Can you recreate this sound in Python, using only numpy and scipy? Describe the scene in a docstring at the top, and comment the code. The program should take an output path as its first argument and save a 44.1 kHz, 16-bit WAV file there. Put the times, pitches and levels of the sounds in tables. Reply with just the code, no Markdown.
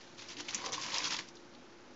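"""Close to a small camera in a kitchen: an appliance hums throughout, over dull room air.
A hand closes on chopped leafy greens on a stone counter: dense creases crinkle and bursts of cracks snap.
Fingertips thump softly, and stick-slip pulses ring a squeak and a low body as the bunch is dragged along.
The bunch is lifted away, a few last snaps fall, and the hum is left.
The camera's coarse amplitude steps, then its low sample rate, turn the quiet hum gritty."""
import sys
import numpy as np
from scipy import signal
from scipy.fft import rfft, irfft, next_fast_len
from scipy.io import wavfile
from scipy.ndimage import uniform_filter1d

SR = 44100
rng = np.random.default_rng(int(sys.argv[2]) if len(sys.argv) > 2 else 0)


def waveform_to_disk(signal):
    """Save audio, clipped to [-1, 1], as 16-bit WAV at the path in sys.argv[1]."""
    frames = np.transpose(np.atleast_2d(signal))
    scaled = np.clip(frames, -1, 1) * 32767
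    samples = np.round(scaled).astype(np.int16)
    wavfile.write(sys.argv[1], SR, samples)


def invert_db(x):
    """Field ratio 10**(x/20) for x, a level in decibels (scalar or array-like)."""
    u = np.asarray(x, float) / 20
    return 10 ** u


N = 85995

# How hard the leaves rub in the closing hand: (time [s], level [dB])
SQUEEZE_EFFORT = [(0.0, -55.5), (0.168, -62.5), (0.196, -47.5), (0.258, -52.5), (0.318, -43.5),
                  (0.354, -58.5), (0.406, -39), (0.428, -52), (0.476, -52.5), (0.488, -36), (0.52, -50.5),
                  (0.552, -37), (0.56, -46), (0.588, -48), (0.642, -46.5), (0.662, -35.5), (0.714, -55),
                  (0.73, -32.5), (0.762, -42.5), (0.872, -39.5), (0.908, -43.5), (0.92, -37.5),
                  (0.932, -35.5), (0.948, -39), (0.956, -34.5), (0.984, -39), (1.032, -39), (1.05, -34.5),
                  (1.062, -36.5), (1.078, -36), (1.09, -39.5), (1.13, -34.5), (1.182, -46.5), (1.19, -36),
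                  (1.222, -53.5), (1.272, -58), (1.288, -52), (1.328, -83.5), (1.356, -62), (1.45, -72.5)]


def unit(x):
    """Scales a signal to rms 1."""
    return x / np.sqrt(np.mean(x ** 2) + 1e-20)


def along(points, hz):
    """Reads (frequency, value) points on a logarithmic frequency axis."""
    f, v = np.transpose(points)
    return np.interp(np.log(hz + 1), np.log(f + 1), v)


def level(rows):
    """Gain per sample from (time [s], level [dB]) rows, at -120 dB outside them."""
    s, db = np.transpose(rows)
    return invert_db(np.interp(np.arange(N) / SR, s, db, left=-120, right=-120))


def filtered(x, response):
    """Multiplies the spectrum of x by a response of frequency."""
    m = next_fast_len(N + SR // 2)
    return irfft(rfft(x, m) * response(np.fft.rfftfreq(m, 1 / SR)), m)[:N]


def resonant(x, peaks):
    """Passes x through parallel resonances (frequency [Hz], width [Hz], level [dB]) of alternating sign."""
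    def response(f):
        total = 0
        for k, (center, width, db) in enumerate(peaks):
            damping = 1j * f * width
            total = total + (-1) ** k * invert_db(db) * damping / (center * center - f * f + damping)
        return total
    return filtered(x, response)


def grains(start_s, hz, cycles, gain, size=256):
    """Adds up short sines that rise in about half a cycle and decay over the given cycles."""
    t = np.arange(size) / SR
    turns = hz[:, None] * t
    envelope = np.exp(-turns / cycles) * (1 - np.exp(-turns / .5))
    wave = gain[:, None] * np.sin(2 * np.pi * turns) * envelope
    at = (start_s * SR).astype(int)[:, None] + np.arange(size)
    return np.bincount(at.ravel(), wave.ravel(), N + SR)[:N]


def crinkle():
    """Dense tiny creases over a rubbing hiss, in clumps that start sharply and die away."""
    # Colour of the rubbing hiss: (frequency [Hz], relative spectral level [dB])
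    leaf_color = [(180, -23), (300, 1.5), (387, -22.5), (449, -6), (636, -15), (1000, -3), (1440, -12),
                  (4630, -6), (7400, -5.5), (9620, -43.5), (16300, -120)]
    creases_per_s, center_hz, spread_db = 3000, 3800, 3
    clumps_per_s, clump_decay_s = 170, .004

    u = rng.random((8000, 2))
    g = rng.standard_normal(len(u))
    start_s = np.cumsum(-np.log(1 - u[:, 0])) / creases_per_s
    keep = start_s < N / SR
    hz = np.clip(center_hz * np.exp(.55 * g), 400, 7500)[keep]
    gain = np.sqrt(hz) * invert_db(-spread_db * np.log(1 - .98 * u[keep, 1]))
    creases = grains(start_s[keep], hz, 2.2, gain, size=128)
    hiss = filtered(rng.standard_normal(N), lambda f: invert_db(along(leaf_color, f)))

    kicks = (rng.random(N) < clumps_per_s / SR) * rng.random(N)
    decay = np.exp(-1 / (clump_decay_s * SR))
    clumps = .5 + unit(signal.lfilter([1], [1, -decay], kicks))
    rubbing = unit(creases) + invert_db(-1.5) * unit(hiss)
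    return level(SQUEEZE_EFFORT) * unit(rubbing * clumps ** .5)


def snaps():
    """Each snap of leaf or stalk is a click and dying cracks around one pitch, on a puff of that colour."""
    # Leaves and stalks snapping: (time [s], level before the part levels below [dB], pitch [Hz],
    # t60 of the cracks [s], pitch spread [log ratio])
    snap_events = [(0.183, -37.5, 5360, 0.03, 0.23), (0.199, -40, 4400, 0.03, 0.12),
                   (0.2857, -33.5, 5630, 0.03, 0.14), (0.3034, -41.5, 5340, 0.03, 0.2),
                   (0.3184, -39, 4500, 0.03, 0.2), (0.3681, -33, 3880, 0.03, 0.3),
                   (0.394, -41, 2430, 0.03, 0.17), (0.4044, -37.5, 3210, 0.03, 0.23),
                   (0.4851, -28, 3010, 0.03, 0.17), (0.5074, -28, 5600, 0.03, 0.12),
                   (0.5271, -34, 1566, 0.03, 0.18), (0.5463, -12, 6730, 0.03, 0.095),
                   (0.552, -32.5, 6800, 0.03, 0.11), (0.5764, -37, 2890, 0.03, 0.31),
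                   (0.6008, -31.5, 2340, 0.03, 0.31), (0.6509, -35, 5300, 0.03, 0.16),
                   (0.6616, -29, 5700, 0.03, 0.068), (0.7214, -26, 6500, 0.03, 0.075),
                   (0.7286, -18, 6230, 0.03, 0.078), (0.8139, -28.5, 6060, 0.03, 0.14),
                   (0.8334, -26.5, 4820, 0.03, 0.31), (0.863, -30, 1774, 0.03, 0.2),
                   (0.8824, -32.5, 2780, 0.03, 0.23), (0.9177, -34.5, 3090, 0.03, 0.29),
                   (0.9428, -18.5, 4540, 0.03, 0.26), (0.9714, -24.5, 3340, 0.03, 0.23),
                   (0.983, -18, 6140, 0.03, 0.23), (0.9909, -31, 6200, 0.03, 0.13),
                   (1.0031, -27, 2144, 0.03, 0.18), (1.0224, -32.5, 2120, 0.03, 0.31),
                   (1.043, -24, 4450, 0.03, 0.26), (1.0504, -28, 3240, 0.03, 0.15),
                   (1.0542, -26, 4400, 0.03, 0.24), (1.0733, -22.5, 5750, 0.03, 0.14),
                   (1.0795, -28.5, 5120, 0.03, 0.2), (1.122, -37, 2150, 0.03, 0.29),
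                   (1.1455, -29, 2240, 0.03, 0.23), (1.165, -22, 5000, 0.03, 0.23),
                   (1.1901, -27, 3170, 0.03, 0.25), (1.2869, -34.5, 5500, 0.03, 0.3),
                   (1.3538, -41, 6200, 0.03, 0.14), (1.3684, -41.5, 3850, 0.03, 0.12),
                   (1.5369, -48, 4300, 0.03, 0.16), (1.5489, -43.5, 3280, 0.03, 0.2)]
    crack_db, puff_db, click_db = -8, -10, -6
    n_cracks, puff_rise_s, puff_lingers = 12, 0.00055, 1.4  # puff t60 over crack t60

    out, t = np.zeros(N + SR), np.arange(SR // 8) / SR
    f = np.fft.rfftfreq(len(t), 1 / SR) + 1
    for s, db, hz, t60, spread in snap_events:
        spread = np.clip(spread, .05, .8)
        u, g = rng.random(n_cracks), rng.standard_normal((2, n_cracks))
        # the first two cracks fall together, the rest crowd toward the start
        late_s = t60 / 3 * u ** 1.5 * (np.arange(n_cracks) > 1)
        crack_hz = np.clip(hz * np.exp(spread * g[0]), 700, 7600)
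        crack_gain = invert_db(db + crack_db + 2.1 * g[1] - 60 * late_s / t60)
        out[:N] += grains(s + late_s, crack_hz, 4, crack_gain)

        color = 1 / (1 + (np.log(f / hz) / (2.4 * spread)) ** 4)
        puff = unit(irfft(rfft(rng.standard_normal(len(t))) * color, len(t)))
        fade = invert_db(db + puff_db - 60 * t / (t60 * puff_lingers))
        out[round(s * SR):][:len(t)] += fade * (1 - np.exp(-t / puff_rise_s)) * puff

        click_gain = np.array([invert_db(db + click_db)])
        out[:N] += grains(np.array([s]), np.array([3500.]), 0.28, click_gain, size=64)
    return out[:N]


def drag():
    """Stick-slip pulses of damp leaves on stone ring a gliding squeak, a low body and the bunch's hollow."""
    # Bunch sliding on the counter: (time [s], level before the part levels below [dB],
    # squeak pitch [Hz], body level before a 2 dB cut [dB])
    slide = [(0.45, -75, 980, -2), (0.466, -85, 1074, 19), (0.492, -63.5, 1054, 2.5),
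             (0.586, -56.5, 954, 2.5), (0.648, -44, 1060, -3.5), (0.69, -46, 1054, 2),
             (0.704, -57, 1055, 11), (0.726, -44, 1060, -7.5), (0.764, -67, 1085, 7),
             (0.782, -43, 1073, -15), (0.806, -57, 1030, -9.5), (0.882, -46.5, 1035, -4),
             (0.898, -55, 1014, -1.5), (0.956, -42, 987, -10), (1.066, -49.5, 1066, -4.5),
             (1.074, -42, 1040, -21), (1.094, -62, 987, -14.5), (1.152, -41, 920, -12),
             (1.166, -60.5, 990, -25), (1.194, -48.5, 1070, -5), (1.22, -69, 1030, -29),
             (1.29, -86, 1030, 16), (1.3, -75, 1030, -7)]
    # Low resonances of the body: (frequency [Hz], width [Hz], level [dB])
    body_peaks = [(430, 90, 0.97), (544, 76, -1.1), (783, 48, -0.44)]
    # Higher resonances of the bunch: (frequency [Hz], width [Hz], level [dB])
    hollow_peaks = [(1517, 260, -3), (2200, 77, -1.5), (3204, 200, -4), (4820, 260, 1)]
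    slips_per_s, slip_spread_db, ring_width_hz = 1800, 2.2, 110

    u = rng.random((2, N))
    slips = (u[0] < slips_per_s / SR) * invert_db(-slip_spread_db * np.log(1 - u[1]))
    slips = slips - slips.mean()
    s, db, hz, body_db = np.transpose(slide)
    t = np.arange(N) / SR

    # a one-pole resonator whose pitch turns with the glide
    turn = np.exp(2j * np.pi * np.cumsum(np.interp(t, s, hz)) / SR)
    decay = np.exp(-np.pi * ring_width_hz / SR)
    squeak = (turn * signal.lfilter([1], [1, -decay], slips / turn)).real
    squeak = resonant(squeak, [(1030, 610, 0)])

    body = resonant(resonant(slips, body_peaks), [(640, 240, 0)])
    body = invert_db(np.interp(t, s, body_db) - 2.0) * unit(body)
    hollow = invert_db(-6) * unit(resonant(slips, hollow_peaks))
    return level(np.c_[s, db]) * (invert_db(0.5) * unit(squeak) + body + hollow)


def presses():
    """Fingertips thump the counter: soft low sines that rise smoothly and die away."""
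    # Thumps: (time [s], level before rise and decay [dB], pitch [Hz])
    thumps = [(0.371, -37, 293.5), (0.39, -41.5, 310), (0.539, -37.5, 208), (0.74, -40, 295.5),
              (0.918, -56, 285)]
    t60_s, rise_s = .12, .012
    out, t = np.zeros(N + SR), np.arange(SR // 4) / SR
    for s, db, hz in thumps:
        envelope = invert_db(db - 60 * t / t60_s) * (1 - np.exp(-t / rise_s))
        out[round(s * SR):][:len(t)] += envelope * np.sin(2 * np.pi * hz * t)
    return out[:N]


def rumble():
    """Dull noise of the counter shaken by the hand, slowly following its effort."""
    # Colour of the shaken counter: (frequency [Hz], relative spectral level [dB])
    counter_color = [(40, -25.5), (100, 0.1), (200, 0.5), (330, -12), (600, -25)]
    follow_s = 0.36
    effort = np.abs(uniform_filter1d(level(SQUEEZE_EFFORT), int(follow_s * SR))) ** .45
    shaking = filtered(rng.standard_normal(N), lambda f: invert_db(along(counter_color, f)))
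    return invert_db(-58) * effort / effort.max() * unit(shaking)


def kitchen(x):
    """Reverberant tail of the room: noise in which each frequency dies at its own speed."""
    # Decay of the kitchen: (frequency [Hz], t60 [s])
    room_decay = [(200, 0.28), (2000, 0.27), (8000, .18)]
    hz, t, z = signal.stft(rng.standard_normal(SR // 2), SR, nperseg=256)
    fading = z * invert_db(-60 * t / along(room_decay, hz)[:, None])
    tail = signal.istft(fading, SR, nperseg=256)[1]
    delayed = np.pad(x, (200, 0))  # samples
    return signal.fftconvolve(delayed, tail / np.linalg.norm(tail))[:N]


def background():
    """Appliance hum, wavering as noise through narrow resonances, over dull noise of room air."""
    # Hum resonances, each narrowed by a second pass: (frequency [Hz], width of first pass [Hz], level [dB])
    hum_peaks = [(116.2, 14, -15.5), (204.3, 13, -8.5), (246.65, 9, -1), (293, 8, -5), (314.7, 7.8, -3.5),
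                 (352.2, 6, 3), (544, 12, -8), (836.5, 22, -12.5), (928.5, 7.7, -10.5)]
    # Colour of the room air: (frequency [Hz], relative spectral level [dB])
    air_color = [(20, -17), (60, -11.5), (150, -7.5), (350, -0.3), (700, -5.5), (1500, -8.5), (3500, -19),
                 (6000, -19.5), (16000, -27)]
    hum_db, air_db = -58.5, -57.5
    noise = rng.standard_normal((2, N))
    wider = [(center, 3 * width, 0) for center, width, db in hum_peaks]
    hum = resonant(resonant(noise[0], hum_peaks), wider)
    air = filtered(noise[1], lambda f: invert_db(along(air_color, f)))
    return invert_db(hum_db) * unit(hum) + invert_db(air_db) * unit(air)


def scene():
    """Leaves close to the camera with the kitchen's tail, the shaken counter and the background."""
    leaves = crinkle() + snaps() + drag() + presses()
    wet = invert_db(-11.5) * kitchen(leaves)
    return (leaves + wet + rumble() + background())[None]


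def roll_off(x):
    """The treble ends steeply here."""
    return signal.sosfilt(signal.butter(12, 8330, fs=SR, output="sos"), x)


def record(dry):
    """The camera rounds to coarse steps, then lowers the sample rate to 16 kHz; a filter dulls the top."""
    # Playback filter: (frequency [Hz], gain [dB])
    playback_gain = [(6000, -1.57), (6900, -5.5), (7400, -11), (7900, -23.5), (8250, -31), (8600, -80.5)]
    step, offset = .0034, -.00074  # full scale = 1
    stepped = step * (np.floor(dry[0] / step) + .5)
    low_rate = signal.resample_poly(stepped, 160, 441)  # 44.1 kHz to 16 kHz
    back = signal.resample_poly(low_rate, 441, 160)[:N]
    back = filtered(back, lambda f: invert_db(along(playback_gain, f)))
    dither = invert_db(-99) * rng.standard_normal(N)
    mix = (back + offset + dither)[None]
    return roll_off(mix)


dry = scene()
out = record(dry)
waveform_to_disk(out)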